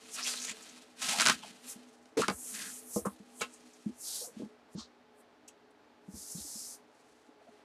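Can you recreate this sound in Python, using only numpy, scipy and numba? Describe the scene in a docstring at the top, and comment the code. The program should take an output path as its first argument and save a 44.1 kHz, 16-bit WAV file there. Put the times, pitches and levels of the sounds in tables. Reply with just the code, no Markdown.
"""Turning a cardboard box

Hands turn a large box on a cloth-covered table in a small room, with a fan running behind.
Its edges scrape and catch in sharp snaps, and its flat sides slide with a smooth hiss.
Hands and corners knock the hollow walls, fingertips brush the card, and a few slips creak."""
import sys
import numpy as np
from scipy import signal
from scipy.fft import rfft, irfft
from scipy.io import wavfile
from scipy.ndimage import uniform_filter1d
from numba import njit

SR = 44100
rng = np.random.default_rng(int(sys.argv[2]) if len(sys.argv) > 2 else 0)


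def dump_mix(stems):
    """Bounce the given channels to the path in sys.argv[1] as a 16-bit WAV at rate SR."""
    frames = np.atleast_2d(stems).T  # one column per channel
    limited = np.clip(frames, -1, 1)  # hard clip at full scale
    pcm = np.round(limited * 32767).astype(np.int16)
    wavfile.write(sys.argv[1], SR, pcm)


N = 336924
T = np.arange(N) / SR
RING = T[:SR // 2]  # half a second of time for short sounds to die away in


def undb(db):
    """Turn decibels into a number to multiply by."""
    return 10 ** (np.asarray(db) / 20)


def unit(x):
    """Scale a sound to an average (rms) strength of 1."""
    return x / np.sqrt(np.mean(x ** 2))


def add(out, s, x):
    """Mix x into out, starting at s seconds."""
    i = max(int(s * SR), 0)
    out[i:i + len(x)] += x[:N - i]


def fade(t60):
    """Die away like a struck thing, by 60 dB in t60 seconds."""
    return np.exp(-np.log(1000) * RING / t60)


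def colour(x, points):
    """Shape the tone of x along a curve of (f/Hz, level/dB) points."""
    hz, db = np.transpose(points)
    size = 4096
    bin_hz = np.arange(size // 2 + 1) * SR / size
    gain = undb(np.interp(np.log(bin_hz + 1), np.log(hz), db))
    # folding the cepstrum keeps the filter from ringing before a sound arrives
    cepstrum = irfft(np.log(gain))
    cepstrum[1:size // 2] *= 2
    cepstrum[size // 2 + 1:] = 0
    return signal.fftconvolve(x, irfft(np.exp(rfft(cepstrum))))[:len(x)]


@njit
def svf(x, tuning, damping):
    """State-variable filter: split x into low, band and high parts around a moving pitch."""
    parts = np.empty((3, len(x)))
    band_state, low_state = 0., 0.
    for i in range(len(x)):
        g = tuning[i]
        band = (band_state + g * (x[i] + 1e-18 - low_state)) / (1 + g * (g + damping))
        low = low_state + g * band
        band_state, low_state = 2 * band - band_state, 2 * low - low_state
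        parts[0, i], parts[1, i], parts[2, i] = low, damping * band, x[i] - damping * band - low
    return parts


def steep(x, kind, hz, damping=np.sqrt(2)):
    """Keep the low, band or high part, filtering twice; less damping rings more."""
    tuning = np.tan(np.pi * np.minimum(hz / SR, .45)) * np.ones(len(x))
    for _ in range(2):
        x = svf(x, tuning, float(damping))[("low", "band", "high").index(kind)]
    return x


def walk(rate):
    """Drift to a new random value, rate times a second; typical size 1."""
    hold = max(int(SR / rate), 1)
    steps = rng.standard_normal(N)[np.arange(N) // hold]
    return unit(uniform_filter1d(steps, hold))


def grains(rate, spread_db):
    """Fibres let go at random: about rate clicks a second, of very unequal size."""
    size = undb(spread_db * np.minimum(rng.exponential(size=N), 5))
    lets_go = rng.random(N) < rate / SR
    return unit(lets_go * size * rng.standard_normal(N))


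def stroke(s, hold, rise, fall, range_db=30):
    """The samples and dB curve of one push: it climbs range_db in rise, holds, and drops it in fall."""
    span = slice(max(int((s - 2 * rise) * SR), 0), int((s + hold + 2 * fall) * SR))
    t = T[span] - s
    return span, range_db * np.minimum(np.minimum(t / rise, (hold - t) / fall), 0)


# tone of the rushing air: f/Hz, level/dB
FAN_TONE = [(25, -30), (75, -7.5), (120, -8), (170, -7.5), (260, 3), (380, 0), (490, 0.5), (640, 3),
            (1000, -2.5), (1700, -6), (2700, -12), (4400, -15.5), (7000, -24.5), (15000, -39)]
# hums before and after the turn: f before/Hz, f after/Hz, width/Hz, level before/dB, level after/dB
FAN_HUMS = [(247.2, 243, 8.4, -62.5, -72.5), (314.8, 300, 10, -73, -74.5), (439, 424, 23, -67, -70),
            (806.5, 850, 13, -76, -76)]
def fan(air_db=-64, flutter_db=0.54, turn_s=(3.3, 4.5)):
    """Air rushes steadily; its hums shift, and most weaken, as the box turns before the microphone."""
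    air = unit(colour(rng.standard_normal(N), FAN_TONE))
    out = air * undb(air_db + flutter_db * walk(6.9))
    for hz_before, hz_after, width, db_before, db_after in FAN_HUMS:
        hz = np.interp(T, turn_s, (hz_before, hz_after))
        hum = unit(steep(rng.standard_normal(N), "band", hz, width / hz_before))
        out += hum * undb(np.interp(T, turn_s, (db_before, db_after)))
    return out


# tones of the coarse rasp and of the fine grit: f/Hz, level/dB
RASP_TONE = [(300, -20.5), (520, -4.5), (750, -3.5), (1000, -5.5), (1500, -0.5), (2000, 1), (2700, 3.5),
             (4200, 0.5), (5500, -11), (8000, -26.5), (15000, -49)]
GRIT_TONE = [(2500, -37.5), (4300, -4.5), (6000, 2), (8000, 0.5), (10000, -3), (12000, -11.5), (15000, -26)]
# edge drags, and faint rustles of the hands in the quietest rows (about -63 dB and below): t at full speed/s,
# hold/s, rise/s, fall/s, level/dB, extra grit/dB, extra rumble/dB
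DRAGS_AND_RUSTLES = [ (0.01, 0.27, .05, .1, -60.5, 2, -5), (0.192, 0.014, 0.11, .16, -42, -0.5, -22),
                     (0.246, 0.047, 0.033, 0.16, -42.5, 8.5, -30), (0.329, 0.12, .08, 0.077, -49, 7, -12),
                     (0.488, 0.028, 0.11, 0.033, -45, -2, -10), (0.545, 0.17, .05, 0.51, -57.5, 1, -5.5),
                     (1.029, 0.092, 0.064, 0.3, -35, 3, -8.5), (1.186, 0.06, .004, 0.099, -35, 0, -7),
                     (1.254, 0.067, .005, 0.077, -34.5, 0.5, 3.5), (1.397, 0.052, .06, 0.35, -55.5, 1, 6),
                     (1.66, 0.043, 0.23, 0.29, -54.5, 1, -21), (1.85, 0.23, 0.12, 0.28, -78, 7.5, -4.5),
                     (2.174, 0.054, 0.0029, 0.094, -39.5, 0.5, 7), (2.563, 0.058, 0.18, 0.24, -47.5, 4.5, 1.5),
                     (3.095, .3, .03, .2, -71.5, 3, 1), (3.544, 0.33, 0.68, 0.6, -68.5, 4.5, -1),
                     (4.391, 0.03, 0.23, 0.16, -63, 1.5, 13), (6.964, 0.26, 0.46, 0.25, -80.5, 8.5, -6),
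                     (7.454, .17, 0.18, .1, -75, 0, 0), ]
def scrapes(rasp_db=-1.5, grit_db=-3.0, rumble_db=-9, walls_db=-12.0, walls_t60=.065):
    """A cut edge drags, or hands faintly rustle over the card, in uneven slips that ring the walls, hiss as
    grit and shake the air inside."""
    slips = grains(rate=11000, spread_db=1.6) * undb(2.1 * walk(70))
    walls = signal.fftconvolve(slips, wall_ring(walls_t60))[:N]
    walls = steep(walls, "high", hz=766)  # an edge hardly stirs the lowest notes
    rasp = unit(colour(slips, RASP_TONE)) * undb(rasp_db) + unit(walls) * undb(walls_db)
    grit = unit(colour(slips, GRIT_TONE)) * undb(grit_db)
    rumble = unit(steep(slips, "band", hz=220, damping=.45)) * undb(rumble_db)
    power = np.zeros((3, N))  # one row each for rasp, grit and rumble
    for s, hold, rise, fall, db, extra_grit_db, extra_rumble_db in DRAGS_AND_RUSTLES:
        span, effort_db = stroke(s, hold, rise, fall)
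        balance = undb([0, extra_grit_db, extra_rumble_db])
        power[:, span] += np.outer(balance, undb(db + effort_db)) ** 2
    return np.sum(np.sqrt(power) * [rasp, grit, rumble], axis=0)


# notes the walls make as they bend: f/Hz, level/dB
WALL_NOTES = [(335, -5), (474, 0), (620, -1), (834, -2), (1063, 1), (1210, -3), (1298, 1), (1482, 3),
              (1642, -4), (1793, -7), (2055, -6), (2255, 0), (2510, -3), (2729, -7), (3056, -7), (3871, -6),
              (4098, -6), (4849, -6)]
def wall_ring(t60, scatter=0.52):
    """The walls ring with all their notes at once, in a new mix for each spot that is touched."""
    hz, db = np.transpose(WALL_NOTES)
    signs = (-1) ** np.arange(len(hz))
    weight = undb(db) * (1 + scatter * rng.standard_normal(len(hz))) * signs
    ring = weight @ np.sin(2 * np.pi * hz[:, None] * RING) * fade(t60)
    return ring / np.abs(ring).max()


# sides gliding: t at full speed/s, hold/s, rise/s, fall/s, level midway/dB, drop at the ends/dB,
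# bottom of the hiss midway/Hz, bottom at the ends/Hz, top of the hiss/Hz
SIDE_GLIDES = [ (0.138, 0.025, 0.088, 0.017, -41, 3, 5240, 5400, 9700),
               (1.682, 0.052, 0.096, 0.051, -43, 6, 5800, 6000, 11600),
               (2.312, 0.2, 0.05, 0.13, -48, 5, 6700, 6900, 11100),
               (2.453, 0.34, 0.11, 0.046, -46, 2.5, 6450, 6450, 11000),
               (2.795, 0.33, .05, 0.067, -56, 5, 8900, 8000, 11600),
               (2.935, .06, .16, .055, -40.5, 3, 6200, 6700, 11200),
               (3.405, 0.019, 0.13, 0.069, -47, 2.5, 6500, 6800, 10500),
               (3.534, 0.018, 0.095, .08, -54, 6, 6500, 6940, 8500),
               (4.009, .265, 0.076, 0.07, -39.5, 8.5, 3900, 6140, 11300),
               (4.735, .01, 0.055, 0.038, -63, 0, 5700, 5940, 10700),
               (4.79, 0.019, 0.055, 0.074, -46.5, 1.5, 3520, 3700, 6340),
               (5.203, 0.0072, 0.09, 0.031, -67, 0, 7600, 7600, 11700),
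               (6.162, 0.16, 0.11, 0.026, -47, 3.5, 4870, 5200, 11200),
               (6.323, 0.42, 0.07, 0.059, -44, 4, 5120, 5220, 11000), ]
def slides(level_db=-1, body_db=-21, edge_wander=0.033, flatness=3.4):
    """A flat side hisses with tiny slips, mostly louder and lower midway, where most card touches."""
    out = np.zeros(N)
    slips = grains(rate=25000, spread_db=1.0) * undb(0.7 * walk(40))
    wander = np.exp(edge_wander * walk(16))  # the touching patch keeps changing width
    body_tone = [(200, -2), (700, 0), (2000, -4), (5000, -4), (10000, -20)]
    body = undb(body_db) * unit(colour(slips, body_tone))  # a little passes into the walls
    for s, hold, rise, fall, db, drop_db, middle_hz, ends_hz, top_hz in SIDE_GLIDES:
        span, effort_db = stroke(s, hold, rise, fall)
        progress = np.clip((T[span] - s) / hold, 0, 1)
        ease = np.abs(2 * progress - 1) ** flatness  # 0 midway, 1 at the ends
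        bottom_hz = (middle_hz + (ends_hz - middle_hz) * ease) * wander[span]
        hiss = steep(slips[span], "high", bottom_hz, damping=0.69)
        hiss = steep(hiss, "high", 0.32 * bottom_hz, damping=3.7)
        hiss = steep(hiss, "low", top_hz, damping=1.025)
        out[span] += (unit(hiss) + body[span]) * undb(level_db + db + effort_db - drop_db * ease)
    return out


# short ringing rubs: t/s, length/s, f at start/Hz, f at end/Hz, level/dB
RINGING_RUBS = [ (0.18, 0.035, 1500, 1070, -47), (0.213, 0.065, 4800, 6500, -41.5),
                (0.245, 0.039, 2360, 3360, -40.5), (0.266, 0.096, 5030, 4300, -46),
                (0.364, 0.038, 3940, 4170, -46), (0.382, 0.15, 5840, 7400, -45),
                (0.479, 0.037, 1670, 3070, -45.5), (1.073, 0.15, 806, 810, -45.5),
                (1.204, 0.027, 1500, 1430, -31.5), (1.253, 0.079, 1380, 1420, -35.5),
                (1.415, 0.034, 3140, 2930, -53), (1.428, 0.028, 940, 750, -50.5),
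                (2.213, .036, 1200, 1380, -32.5), (2.534, 0.18, 1970, 1510, -53),
                (3.05, 0.041, 1150, 1020, -40), (3.398, 0.059, 3300, 2300, -47.5),
                (4.77, 0.062, 1090, 1150, -59.5), (4.779, 0.086, 4370, 3980, -58.5),
                (5.483, 0.012, 2850, 2900, -61.5), (6.363, 0.068, 4200, 4040, -58),
                (6.537, .14, 5400, 5200, -53.5), ]
def scuffs(damping=0.32):
    """The rubbed patch of card rings, and its pitch moves as the rub travels along."""
    out = np.zeros(N)
    slips = grains(rate=7400, spread_db=4.0)
    for s, length, start_hz, end_hz, db in RINGING_RUBS:
        progress = np.linspace(0, 1, int(length * SR))
        hz = start_hz + (end_hz - start_hz) * progress
        rub = steep(slips[int(s * SR):][:len(progress)], "band", hz, damping)
        swell = np.sqrt(np.abs(np.sin(np.pi * progress)))
        add(out, s, undb(db) * unit(rub * swell))
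    return out


# tone of a snap: f/Hz, level/dB
SNAP_TONE = [(110, -31), (230, 2.5), (400, -16.5), (800, -5.5), (1400, 1), (3000, -2), (5000, 0),
             (9500, -6.5), (12500, -25.5), (15000, -33)]
# an edge catching and letting go: t/s, level/dB
EDGE_CATCHES = [(0.2747, -22), (0.338, -21), (1.187, -17), (1.1994, -7), (1.2087, -9), (1.2177, -7),
                (1.2555, -8), (1.2629, -5), (1.2709, -5), (1.2856, -4), (1.2981, -4), (1.3007, -10),
                (2.0573, -44), (2.2179, -20), (2.2826, -14), (2.2998, -20)]
def snaps(level_db=-1, second_click_s=0.0017, second_click_db=-10, ring_db=-14, ring_t60=0.055):
    """A caught edge lets go with a double click; the fibres crack and crackle, and the walls ring."""
    out = np.zeros(N)
    click_peak = colour(1. * (RING == 0), SNAP_TONE).max()
    crack = undb(-13) * fade(t60=0.0012)
    crackle = undb(-28) * fade(t60=0.073)
    for s, db in EDGE_CATCHES:
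        force = np.where(RING == 0, 1, (crack + crackle) * rng.standard_normal(len(RING)))
        force[int(second_click_s * SR * (.5 + rng.random()))] += undb(second_click_db)
        snap = colour(force, SNAP_TONE) / click_peak
        ring = steep(wall_ring(ring_t60), "high", hz=580)
        add(out, s, undb(db + level_db) * (snap + undb(ring_db) * ring))
    return out


# blows on the box: t/s, thud f/Hz, thud level/dB, wall level/dB, treble limit of the contact/Hz,
# settling bump compared with the thud/dB
BLOWS = [ (0.506, 212, -46, -70, 600, -20), (1.291, 210, -35, -25, 1600, -16),
         (1.755, 212, -46.5, -70, 500, -22), (2.171, 290, -27, -31, 2580, -18),
         (2.193, 190, -33, -32, 900, -24), (2.283, 220, -29.5, -17.5, 1880, -7),
         (2.302, 193, -33, -29.5, 900, -20), (2.959, 208, -25, -26, 577, -13),
         (3.054, 195, -42, -25, 756, -9), (3.064, 198.9, -28.5, -47, 1100, -24),
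         (3.199, 206, -44.5, -70, 496, -26), (3.409, 203, -48, -29.5, 6500, -24),
         (3.416, 219, -58, -21, 5560, -24), (3.859, 213, -25.5, -53, 314, -28),
         (3.889, 246, -38.5, -49, 328, -30), (4.364, 220, -37.5, -60, 300, -27),
         (4.394, 239, -35.5, -41, 417, -24), (4.417, 287, -37, -37.5, 690, -29),
         (4.43, 215, -36, -65, 600, -40), (4.455, 239, -42.5, -56, 500, -30),
         (4.748, 181, -35.5, -39, 337, -8), (4.775, 223, -35.5, -57, 900, -22),
         (6.08, 191, -38.5, -53, 304, 4), (6.137, 225, -43, -50, 350, -9), (6.164, 194, -48, -56, 450, -22),
         (6.347, 173, -38, -50, 600, -1), (6.377, 213, -41.5, -62, 400, -8),
         (6.444, 289, -51, -64, 400, -15), (6.552, 222, -45.5, -72.5, 400, -28),
         (7.286, 286, -53, -71.5, 400, -22.5), (7.485, 231, -54, -63, 600, -20), ]
def knocks(press_cycles=0.69, thud_rise_s=0.006, thud_t60=.07, upper_ratio=1.5, upper_db=-12,
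           wall_t60=0.1, rattle_db=-9,
           settle_delay_s=0.053, settle_hz=75, settle_rise_s=.012, settle_t60=0.066):
    """A blow pumps the air inside and rattles the walls, brighter if hard; then the box settles."""
    out = np.zeros(N)
    rattle_tone = [(120, -14.0), (330, -0.5), (1400, -3), (4000, -6.5), (12000, -23.0)]
    bump = np.sin(2 * np.pi * settle_hz * RING) * (1 - np.exp(-RING / settle_rise_s)) * fade(settle_t60)
    for s, hz, thud_db, wall_db, contact_hz, settle_db in BLOWS:
        press = (1 - np.exp(-RING * contact_hz / press_cycles)) ** 2  # a soft contact builds up slowly
        phase = 2 * np.pi * hz * RING
        swing = np.sin(phase) + undb(upper_db) * np.sin(upper_ratio * phase)
        thud = swing * press * (1 - np.exp(-RING / thud_rise_s)) * fade(thud_t60)
        rattle = unit(colour(rng.standard_normal(len(RING)), rattle_tone)) * fade(wall_t60)
        wall = (wall_ring(wall_t60) + undb(rattle_db) * rattle) * np.sqrt(press)
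        wall = steep(wall, "low", contact_hz, damping=0.99)
        add(out, s, undb(thud_db) * thud / np.abs(thud).max())
        add(out, s, undb(wall_db) * wall / np.abs(wall).max())
        add(out, s + settle_delay_s, undb(thud_db + settle_db) * bump)
    return out


# fingertips and tape brushing the card: t/s, level/dB, f/Hz, time to fade by 60 dB/s
FLICKS = [(0.619, -42.5, 7000, 0.084), (0.685, -46, 6400, 0.089), (2.17, -28, 6800, 0.034),
          (2.281, -20, 8050, 0.016), (3.052, -32.5, 8600, 0.07), (3.397, -46, 9000, 0.032),
          (3.411, -25.5, 6900, 0.051), (3.732, -46.5, 6400, 0.044), (5.478, -36.5, 7100, 0.045),
          (5.705, -64.5, 9000, 0.048)]
def brushes(rise_s=0.0072, damping=0.62):
    """A fingertip flicks across the surface: a brief, bright rub."""
    out = np.zeros(N)
    for s, db, hz, t60 in FLICKS:
        rub = unit(steep(rng.standard_normal(len(RING)), "band", hz, damping))
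        add(out, s, undb(db) * rub * (1 - np.exp(-RING / rise_s)) * fade(t60))
    return out


# slips that creak: t/s, length/s, f at start/Hz, f at end/Hz, level/dB
CREAKY_SLIPS = [(2.169, 0.024, 439, 516, -24.5), (2.187, 0.023, 460, 482, -25.5),
                (2.238, .024, 1220, 1290, -50), (4.211, 0.028, 493, 480, -45),
                (4.235, 0.028, 580, 740, -51), (4.264, 0.044, 505, 484, -51),
                (7.411, 0.015, 672, 696, -56.5), (7.466, 0.038, 649, 640, -54.5)]
def creaks(jitter=0.071, overtone_db=-17):
    """The card sticks and slips so quickly that it makes a short, shaky note."""
    out = np.zeros(N)
    waver = walk(450)
    for s, length, start_hz, end_hz, db in CREAKY_SLIPS:
        progress = np.linspace(0, 1, int(length * SR))
        hz = start_hz + (end_hz - start_hz) * progress
        hz *= 1 + jitter * waver[int(s * SR):][:len(progress)]
        phase = 2 * np.pi * np.cumsum(hz) / SR
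        note = np.sin(phase) + undb(overtone_db) * np.sin(2 * phase)
        swell = np.sqrt(np.abs(np.sin(np.pi * progress)))
        add(out, s, undb(db) * swell * note)
    return out


def room(x, t60=0.11, echo_db=-12, first_echo_s=0.0099):
    """A small furnished room adds a short blur of echoes, duller than the sound itself."""
    tail = rng.standard_normal(len(RING)) * fade(t60) * (RING > first_echo_s)
    tail /= np.sqrt(np.sum(tail ** 2))
    tail = colour(tail, [(220, -12), (700, 0), (4000, 0), (12000, -6)])
    return x + undb(echo_db) * signal.fftconvolve(x, tail)[:N]


def scene():
    """One nearby microphone, weak in the deep bass, feeds both channels."""
    box = scrapes() + scuffs() + slides() + snaps() + knocks() + creaks() + brushes()
    mono = steep(room(box), "high", hz=55.4, damping=1.08) + fan()
    return np.array([mono, mono])


def record(dry, top_hz=15200):
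    """Cut off the very highest treble steeply."""
    return signal.sosfilt(signal.ellip(8, .2, 70, top_hz, fs=SR, output="sos"), dry)


dry = scene()
out = record(dry)
dump_mix(out)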